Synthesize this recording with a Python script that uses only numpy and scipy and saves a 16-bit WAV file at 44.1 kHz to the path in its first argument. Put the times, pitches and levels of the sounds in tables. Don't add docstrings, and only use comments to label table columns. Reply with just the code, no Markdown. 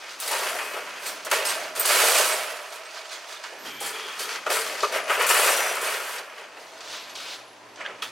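import sys
import numpy as np
from scipy import signal
from scipy.fft import rfft, irfft
from scipy.io import wavfile
from scipy.ndimage import uniform_filter1d

SR = 44100
rng = np.random.default_rng(int(sys.argv[2]) if len(sys.argv) > 2 else 0)


def bounce(signal):
    frames = np.transpose(np.atleast_2d(signal))
    limited = np.clip(frames, -1, 1)
    pcm = np.round(limited * 32767).astype(np.int16)
    wavfile.write(sys.argv[1], SR, pcm)


N = 357651

# pitch_hz, level_db
AIR_COLOUR = [(150, -35), (250, -44), (324, -0.5), (951, 5.5), (1020, 4), (1070, 0), (10800, -22),
              (11800, -43), (15800, -50)]
AIR_DB = -50
# pitch_hz, level_db
RUMBLE_LEVEL = [(0, -71), (.5, -60), (2.3, -59), (2.7, -87), (3.5, -71.5), (3.68, -52), (3.9, -57),
                (3.98, -62), (4.6, -58), (5.7, -63), (6.08, -69), (7.1, -61), (7.5, -62.5), (8.11, -58.5)]
RUMBLE_COLOUR = [(13, -63), (22, -33), (54, -15), (107, -12), (124, -5.5), (141, -16), (166, -3.5),
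                 (244, 2), (300, 7), (390, -2.5), (660, -120)]
THUMP_DB, THUMP_EXPONENT, THUMP_S = -38.5, 0.65, 0.028
# time_s, level_db; then one offset_db for each part
JINGLE = [(0, -41.5), (.6, -55), (.9, -40.5), (1.2, -41), (2.6, -47.5), (2.85, -45), (3.7, -45),
          (4.4, -42.5), (5.1, -40), (6.0, -60), (6.2, -45), (6.32, -53), (7.0, -45.5), (7.55, -54),
          (8.11, -49.5)]
JINGLE_OFFSETS = [-14, -1.4, -5, -17.5]
# start_s, rise_s, hold_s, t60_s (before the division by SHAKE_FADE),
# frame_db, mesh_db, long_wires_db, short_wires_db
SHAKES = [(0.034, .06, .02, 1, -56, -43.5, -43, -54), (0.183, .04, 0.085, 1.6, -45, -37, -35.5, -37.5),
          (0.235, 0.082, 0.13, 3, -36.5, -30.5, -36, -37), (0.714, 0.057, 0.0043, 0.2, -40, -33, -49, -50),
          (0.984, 0.09, 0.0082, 0.56, -42.5, -37.5, -36, -37.5),
          (1.244, 0.019, 0.0044, .15, -34, -41, -39, -63),
          (1.302, 0.023, 0.0039, 0.97, -29, -24, -28.5, -30.5),
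          (1.437, 0.037, .02, 0.87, -41.5, -29.5, -31, -33),
          (1.572, 0.06, .01, 0.65, -40, -38.5, -40.5, -46.5),
          (1.745, 0.013, .07, 0.27, -45, -33.5, -37, -37), (1.8, 0.1, 0.3, 1.8, -30.5, -23.5, -25, -24.5),
          (2.656, 0.082, .01, .7, -54, -44, -48, -48.5), (2.833, 0.13, 0.0058, .8, -55, -43, -42, -53),
          (3.034, 0.096, .005, .6, -52, -41.5, -39, -50), (3.218, .1, .005, 0.62, -56, -43.5, -41.5, -51.5),
          (3.406, 0.032, .03, 0.55, -55, -43.5, -45, -57),
          (3.484, 0.032, 0.034, 0.77, -45.5, -51, -61, -62), (3.624, 0.031, .01, 1, -48, -39.5, -43, -51),
          (3.794, 0.017, 0.077, 0.78, -45.5, -36.5, -38.5, -39),
          (3.894, 0.055, 0.21, 1.1, -57, -38.5, -45, -52.5), (4.175, 0.02, 0.022, .9, -45, -36.5, -35, -37),
          (4.255, 0.043, .06, .3, -52, -35, -37, -48), (4.453, 0.013, 0.0055, 0.3, -31.5, -31, -43, -50),
          (4.486, 0.032, 0.011, 1.25, -36, -26.5, -29, -28.5),
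          (4.62, 0.05, .12, .6, -42.5, -40, -40, -46.5), (4.802, .03, .005, 0.59, -35, -35, -33, -41.5),
          (4.901, 0.047, 0.014, 0.38, -29, -25.5, -34, -37),
          (5.064, 0.039, 0.024, 1.2, -32.5, -25.5, -37, -37),
          (5.164, .035, 0.051, 0.24, -31, -23, -33, -36.5), (5.262, 0.034, 0.18, 2.6, -28, -22.5, -28, -26),
          (5.793, 0.051, 0.1, 1, -40, -30.5, -36, -36), (5.972, 0.068, 0.12, .25, -49, -39, -41.5, -43),
          (6.151, 0.032, 0.0075, 0.13, -50, -36.5, -40, -47), (6.32, 0.061, .01, 0.8, -52, -43, -50.5, -59),
          (6.53, 0.066, .02, 3.1, -54.5, -51, -52.5, -59.5), (6.77, 0.16, .005, .6, -50, -41, -38, -53),
          (7.134, 0.022, .17, 0.69, -52, -43.5, -43, -56),
          (7.757, 0.043, 0.017, 0.46, -42.5, -38, -49, -80), (7.839, .016, 0.028, 0.77, -43, -42, -55, -81),
          (8.007, 0.019, 0.053, .4, -60, -43.5, -47, -56)]
SHAKE_FADE = [1.27, 1.27, 1.68, 1.95]
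RISE_DB = 17
# start_s, frame_db, mesh_db, long_wires_db, short_wires_db, t60_s;
# the rattle starts BURST_DROP_DB below these levels
BLOWS = [(0.2, -48, -42, -24, -17, 0.17), (0.277, -41, -36, -20, -16, 0.21),
         (0.314, -20, -15, -23, -15.5, 0.14), (.331, -22, -26, -32, -30, .1),
         (.435, -25, -22, -34, -36, .12), (.469, -30, -15, -28, -34, 0.06),
         (.489, -26, -22, -34, -38, 0.091), (0.549, -16, -42, -48, -36, 0.1),
         (0.587, -32, -15.5, -53, -51.5, 0.18), (0.736, -22, -33, -27, -33, 0.14),
         (0.785, -25, -36.5, -42, -38, 0.13), (1.062, -37, -39, -35, -24, 0.16),
         (1.248, -40, -40, -28, -22, 0.18), (1.266, -32, -17, -38, -41, 0.23),
         (1.3, -30, -29, -32, -28, 0.14), (1.313, -14, -9.5, -10, -12.5, 0.098),
         (1.451, -35, -30, -18, -13, 0.16), (1.614, -30, -20, -29, -49, 0.14),
         (1.752, -35, -34, -30, -26, 0.14), (1.776, -25, -27, -34, -26, 0.11),
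         (1.796, -20, -32, -28, -15, 0.13), (1.854, -47, -37, -15, -9, 0.42),
         (2.719, -38, -50, -32, -49, 0.14), (2.856, -46, -55, -41, -49, 0.12),
         (2.944, -51, -38, -39, -48, 0.16), (3.113, -42, -29, -34, -36, 0.14),
         (3.289, -43, -30, -38, -45, 0.14), (3.438, -45, -23, -24, -49, 0.1),
         (3.66, -42, -30, -37, -37, 0.14), (3.803, -32, -44, -37, -22, 0.14),
         (3.863, -34, -41, -39, -21, 0.14), (3.996, -34, -24, -28, -49, 0.1),
         (4.08, -28, -31, -30, -55, 0.15), (4.195, -42, -38, -27, -41, 0.14),
         (4.464, -16, -16, -26, -34, 0.17), (4.502, -12, -12, -17, -15, 0.14),
         (4.568, -25, -12.5, -36, -27, 0.14), (4.697, -21, -17, -33, -41, 0.12),
         (4.804, -40, -28, -17.5, -41, 0.14), (4.83, -11.5, -24, -36, -43, 0.14),
         (4.924, -21, -17, -22, -27, 0.14), (5.08, -25, -30, -42, -48, .08),
         (5.095, -13.5, -10, -42, -38, 0.16), (5.217, -26, -25, -31, -17, 0.17),
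         (5.266, -27, -25, -20, -10, 0.29), (5.292, -21, -8, -14, -12, 0.21),
         (5.814, -29, -29, -31, -20, 0.14), (6.161, -32, -25, -34.5, -44, 0.2),
         (6.19, -25, -32, -38, -45, 0.15), (6.569, -28, -29, -47, -65, 0.12),
         (6.806, -59, -31, -26, -43, 0.066), (6.845, -37, -38, -44, -51, 0.11),
         (7.096, -41, -48, -27, -41, 0.12), (7.153, -50, -40, -23.5, -41, 0.09),
         (7.758, -47, -38, -34, -64, 0.18), (7.8, -37, -33, -43, -62, 0.14),
         (7.86, -43.5, -32, -45, -75, 0.14), (7.899, -51, -37, -53, -66, 0.14),
         (8.022, -30, -21, -22, -27.5, 0.18)]
BURST_DROP_DB = 15
# lowest_mode_hz, highest_mode_hz, middle_t60_s, contacts_per_s,
# size_spread_db (per unit of an exponential draw)
PARTS = [(277, 1200, 0.043, 690, 3.5), (694.4, 3900, 0.056, 1000, 0), (2084, 10500, 0.03, 1800, -1),
         (5800, 19000, 0.052, 2200, -1.5)]
# pitch_hz, level_db
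MODE_COLOUR = [(180, -51), (300, 0.5), (432, 6.5), (477, 4), (622, 7), (974, -0.5), (1290, -2.5),
               (1400, -4), (4550, -2), (9290, -9), (15800, -16.5)]
# pitch_hz, level_db
MODE_WIDTH = [(400, -61), (1000, -9.5), (4000, -7), (12000, -4.5)]
# pitch_hz, width_hz, level_db
SHARED_MODES = [(407, 55, -8), (1010, 16, -19.5), (1310, 35, -6.5), (1750, 20, -41.5), (8450, 100, -11),
                (13800, 51, -28), (14800, 270, -36)]
# start_s, pitch_hz, width_hz (doubled in a second pass),
# level_db, hold_s (before the decay), t60_s
RINGING_TONES = [(.21, 14900, 150, -46, .05, .1), (.31, 880, 120, -30, 0.026, 0.24),
                 (.41, 14000, 120, -46, 0.028, .08), (.45, 12200, 188, -52, .3, .3),
                 (1.066, 8340, 106.3, -39, 0.028, 0.083), (1.065, 13800, 81.5, -46, 0.031, .15),
                 (1.065, 14800, 120, -52, 0.052, .15), (1.1, 10800, 80, -62, .1, .1),
                 (1.32, 440, 40, -34.5, 0.044, .15), (1.456, 5280, 50, -34, 0.015, 0.09),
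                 (1.469, 8420, 70, -30, 0.033, 0.11), (1.794, 8450, 80, -32, 0.017, .1),
                 (1.795, 13800, 70, -28, 0.019, .1), (1.795, 14800, 150, -28, 0.014, .08),
                 (2.311, 8250, 70, -36.5, 0.039, .1), (2.7, 8270, 70, -55, .05, .1),
                 (2.85, 8330, 70, -53, 0.018, 0.094), (3.299, 1695, 60, -53.5, .35, 0.15),
                 (3.59, 12800, 900, -54, .2, .08), (3.6, 5300, 400, -54, 0.084, .1),
                 (3.658, 3170, 197, -44, 0.23, .1), (3.93, 3300, 250, -42.5, 0.2, .2),
                 (4.2, 3180, 250, -48, .18, .1), (3.809, 410, 70, -45, .25, .2),
                 (4.2, 416, 70, -46, 0.15, .1), (6.85, 1010, 30, -58, 1.1, .3),
                 (3.7, 2330, 100, -48, .3, .1), (3.81, 820, 59.7, -42, 0.05, .1),
                 (4.2, 14650, 150, -55, 0.04, .1), (4.2, 5260, 101, -43, 0.02, .08),
                 (4.2, 1310, 60, -46, 0.092, 0.062), (4.466, 1280, 202, -25, 0.0057, 0.096),
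                 (4.5, 431, 40, -37, .15, .2), (4.54, 8600, 90, -40, 0.071, .1),
                 (4.834, 1150, 200, -22.5, 0.013, 0.074), (4.97, 10040, 90, -51, 0.092, .2),
                 (5.098, 1320, 250, -24.5, 0.025, .08), (5.097, 2200, 500, -34, 0.044, .08),
                 (5.13, 13900, 120, -50, 0.043, .1), (5.41, 8360, 100, -34, 0.039, .1),
                 (5.451, 5860, 60, -39, .25, 0.18), (5.82, 12400, 293, -53, .3, .4),
                 (7.0, 11400, 62.25, -61, 0.14, 0.24), (7.202, 11200, 39.8, -64, .33, .1),
                 (7.68, 11400, 40.2, -74, 0.061, 0.09), (7.81, 7740, 201, -62, 0.018, 0.067),
                 (7.811, 2130, 400, -33, 0.003, 0.03), (7.811, 1750, 78.4, -41, .01, 0.071),
                 (7.851, 1650, 200, -37, .004, 0.035), (7.851, 3200, 300, -40, .004, .03),
                 (7.877, 1900, 250, -39, .004, .04), (7.861, 1610, 350, -30, 0.003, 0.04),
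                 (7.862, 3220, 500, -34.5, 0.003, .03), (7.895, 1310, 60, -40, .01, .08),
                 (7.897, 1820, 80, -38, 0.0076, 0.064), (8.025, 1310, 70, -36, 0.022, 0.08),
                 (8.022, 2510, 200, -36, 0.008, 0.087), (8.021, 3400, 600, -32, 0.0066, 0.17),
                 (8.022, 4300, 120, -45, 0.0027, 0.027)]
# start_s, rise_s, hold_s, t60_s (before the division by 0.98), level_db
TRAY_SWELLS = [(.02, 0.065, .01, .6, -53), (.2, 0.22, .4, 2.2, -65), (.9, 0.23, .01, 0.71, -47),
               (1.25, 0.093, 0.26, 1.4, -40), (1.75, 0.34, 0.16, 1.9, -33), (2.85, .1, .2, 2.3, -50.5),
               (3.4, .2, .01, .9, -58), (4.4, 0.12, .05, 2.2, -46), (4.7, 0.34, 0.096, 1.2, -40),
               (5.35, 0.22, .02, .7, -41), (5.8, .09, 0.011, 0.43, -55), (6.1, 0.51, 0.44, 3.5, -53.5)]
# time_s, pitch_hz, level_db
HUM_PATH = [(0, 121, -88), (6.3, 116.7, -84.5), (7.1, 115.6, -73), (8.11, 115.8, -68.5)]
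# time_s, pitch_hz, level_db
GROAN_PATH = [(3.58, 336, -64), (3.66, 299, -56), (3.72, 190, -57), (3.8, 120, -69), (3.88, 90, -74),
              (3.96, 75, -76)]
# start_s, rise_s, hold_s, t60_s (before the division by 0.98), level_db
SCUFF_SWELLS = [(6.81, 0.16, 0.0066, 0.7, -40), (7.03, 0.074, 0.017, 0.25, -55),
                (7.15, .005, 0.054, .9, -42), (7.17, 0.14, 0.037, .17, -38.5)]
# time_s, left_over_right_db
PAN = [(0, 0), (.3, 0.1), (.78, 0.5), (.9, -1), (1.7, -1.5), (2.6, -2.5), (3.5, -2.5), (3.85, -0.2),
       (4.5, 0.7), (5.2, 1.3), (5.9, -0.5), (6.3, -0.5), (6.8, -0.5), (7.3, 0.3), (7.85, -1), (8.11, -1.5)]
# pitch_hz, t60_s
WALL_DECAY = [(300, 0.29), (1500, 0.95), (5000, 0.5), (14000, 0.88)]


def gain_of(db):
    return 10 ** (np.asarray(db) / 20)


def evened(x):
    return x / np.sqrt(np.mean(x ** 2) + 1e-20)


def read(points, hz):
    f, value = np.transpose(points)
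    return np.interp(np.log(hz + 1), np.log(f + 1), value)


def curve(rows):
    s, value = np.transpose(rows)
    return np.interp(np.arange(N) / SR, s, value)


def add(mix, s, sound):
    part = mix[round(s * SR):][:len(sound)]
    part += sound[:len(part)]


def resonate(x, hz, width):
    turn = np.exp(2j * np.pi * np.cumsum(hz * np.ones(x.shape[-1])) / SR)
    r = np.exp(-np.pi * width / SR)
    smooth = signal.lfilter([1 - r], [1, -r], x / turn)
    return 2 * (turn * smooth).real


def steep_noise(hz, width):
    once = resonate(rng.standard_normal(N), hz, width)
    return evened(resonate(once, hz, width))


def fuzzy_tone(rows, width):
    s, hz, db = np.transpose(rows)
    t = np.arange(N) / SR
    tone = steep_noise(np.interp(t, s, hz), width)
    return gain_of(np.interp(t, s, db, -120, -120)) * tone


def swells(rows, rest_db, fade=0.98):
    power = gain_of(rest_db) ** 2 * np.ones(N)
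    for start, rise, hold, listed_t60, db in rows:
        t60 = listed_t60 / fade
        t = np.arange(0, rise + hold + t60, 1 / SR)
        rise_db = -RISE_DB * np.maximum(1 - t / rise, 0)
        fall_db = -60 * np.maximum(t - rise - hold, 0) / t60
        add(power, start, gain_of(db + rise_db + fall_db) ** 2)
    return power


def shaking(column):
    rows = [(*row[:4], row[4 + column]) for row in SHAKES]
    power = swells(rows, curve(JINGLE) + JINGLE_OFFSETS[column], SHAKE_FADE[column])
    t = np.arange(SR // 2) / SR
    impact = 1 + 1.85 * np.exp(-t / 0.00085)
    for s, *parts_db, t60 in BLOWS:
        burst_db = parts_db[column] - BURST_DROP_DB - 60 * t / t60
        add(power, s, impact * gain_of(burst_db) ** 2)
    return np.sqrt(power)


def air():
    frames, hz = N // 256 + 5, np.fft.rfftfreq(1024, 1 / SR)
    a, b, c, d, patches = rng.standard_normal((frames, 513, 5)).T
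    patches = uniform_filter1d(patches, 10, 0)
    patches = evened(uniform_filter1d(patches, 12, 1))
    same = read([(100, .99), (1000, 0.75), (8000, 0.12)], hz)[:, None]
    left = a + 1j * b
    right = same * left + np.sqrt(1 - same ** 2) * (c + 1j * d)
    z = np.array([left, right]) * gain_of(read(AIR_COLOUR, hz)[:, None] + 1.4 * patches)
    noise = signal.istft(z, nperseg=1024, noverlap=768)[1][:, :N]
    return gain_of(AIR_DB) * evened(noise)


def rumble():
    frame = np.abs(uniform_filter1d(shaking(column=0) ** 2, round(THUMP_S * SR)))
    power = gain_of(curve(RUMBLE_LEVEL)) ** 2 + gain_of(THUMP_DB) ** 2 * frame ** THUMP_EXPONENT
    noise = rng.standard_normal(N) + 0.075 * rng.standard_normal((2, N))
    colour = gain_of(read(RUMBLE_COLOUR, np.fft.rfftfreq(N, 1 / SR)))
    return np.sqrt(power) * evened(irfft(rfft(noise) * colour, N))


def spot_rings(column, count, size):
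    low_hz, high_hz, middle_t60 = PARTS[column][:3]
    t = np.arange(3072) / SR
    place, life, luck, sign, lean = rng.random((5, count, size, 1))
    position = (np.arange(size)[:, None] + place) / size
    hz = low_hz * (high_hz / low_hz) ** position
    t60 = middle_t60 * 5.2 ** (life - .5)
    bell = np.sin(np.pi * position)
    density = np.sqrt(hz / t60)
    level = bell * gain_of(read(MODE_COLOUR, hz) + 10 * luck) * density
    modes = np.sign(sign - .5) * level * gain_of(-60 * t / t60) * np.sin(2 * np.pi * hz * t)
    modes *= 1 - np.exp(-1.5 * low_hz * t)
    mid = modes.sum(1)
    side = ((2 * lean - 1) * gain_of(read(MODE_WIDTH, hz)) * modes).sum(1)
    energy = np.sqrt(np.mean(np.sum(mid ** 2, 1)))
    return np.array([mid + side, mid - side]) / energy


def chatter(column, clinks, count=16, size=32):
    per_s, spread_db = PARTS[column][3:]
    sizes = gain_of(spread_db * np.minimum(rng.exponential(1, N), 4))
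    hits = sizes * (rng.random(N) < per_s / SR)
    hits += clinks
    blow_at = np.round(np.transpose(BLOWS)[0] * SR).astype(int)
    hits[blow_at] = gain_of(3.0)
    hits = evened(hits * rng.choice([-1, 1], N)) * shaking(column)
    turn = np.cumsum(rng.random(N) < 40 / SR)
    lingering = rng.integers(0, count, N)[turn]
    spot = np.where(rng.random(N) < .3, lingering, rng.integers(0, count, N))
    rings = np.float32(spot_rings(column, count, size))
    out = 0
    for k in range(count):
        struck = np.float32(hits * (spot == k))[None]
        out = out + signal.oaconvolve(struck, rings[:, k], axes=1)[:, :N]
    return out


def wire_parts():
    clinks = gain_of(2.7 * np.minimum(rng.exponential(1, N), 3)) * (rng.random(N) < 70 / SR)
    x = sum(chatter(k, clinks) for k in range(len(PARTS)))
    return x + sum(gain_of(db) * resonate(x, hz, width) for hz, width, db in SHARED_MODES)


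def hum():
    return fuzzy_tone(HUM_PATH, 15)


def walls(x):
    taps = np.zeros((2, SR // 2))
    at = np.arange(200, SR // 2 - 20, 20) + rng.integers(0, 20, (2, (SR // 2 - 201) // 20))
    np.put_along_axis(taps, at, rng.choice([-1., 1.], at.shape), 1)
    taps[1] = 0.34 * taps[0] + 0.38 * taps[1]
    hz, t, z = signal.stft(taps, SR, nperseg=256)
    decay = gain_of(-60 * t / read(WALL_DECAY, hz)[:, None])
    tail = signal.istft(z * decay, SR, nperseg=256)[1]
    return signal.fftconvolve(x[None], tail / np.linalg.norm(tail[0]), axes=1)[:, :N]


def tray():
    return np.sqrt(swells(TRAY_SWELLS, rest_db=-62)) * steep_noise(637, width=108)


def ringing_tones():
    out = np.zeros(N)
    for s, hz, width, db, hold, t60 in RINGING_TONES:
        t = np.arange(0, hold + t60, 1 / SR)
        push = rng.standard_normal(max(len(t), SR // 4))
        push[0] = 0.81 * np.sqrt(SR / width)
        tone = resonate(resonate(push, hz, width), hz, 2 * width)
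        fall_db = -60 * np.maximum(t - hold, 0) / t60
        add(out, s, evened(tone)[:len(t)] * gain_of(db + fall_db))
    return out


def groan():
    return fuzzy_tone(GROAN_PATH, 35)


def scuffs():
    return np.sqrt(swells(SCUFF_SWELLS, rest_db=-np.inf)) * steep_noise(3470, width=2700)


def scene():
    pan = gain_of(curve(PAN) / 2 * np.array([[1], [-1]]))
    crate = (wire_parts() + ringing_tones() + tray() + scuffs()) * pan
    crate = signal.sosfilt(signal.butter(5, 370, "high", fs=SR, output="sos"), crate)
    echoes = gain_of(-14) * walls(crate.mean(0))
    return crate + echoes + air() + rumble() + groan() + hum()


def record(dry):
    lowpass = signal.firwin(511, 16050, window=("kaiser", 9), fs=SR)
    return signal.oaconvolve(dry, lowpass[None], "same")


dry = scene()
out = record(dry)
bounce(out)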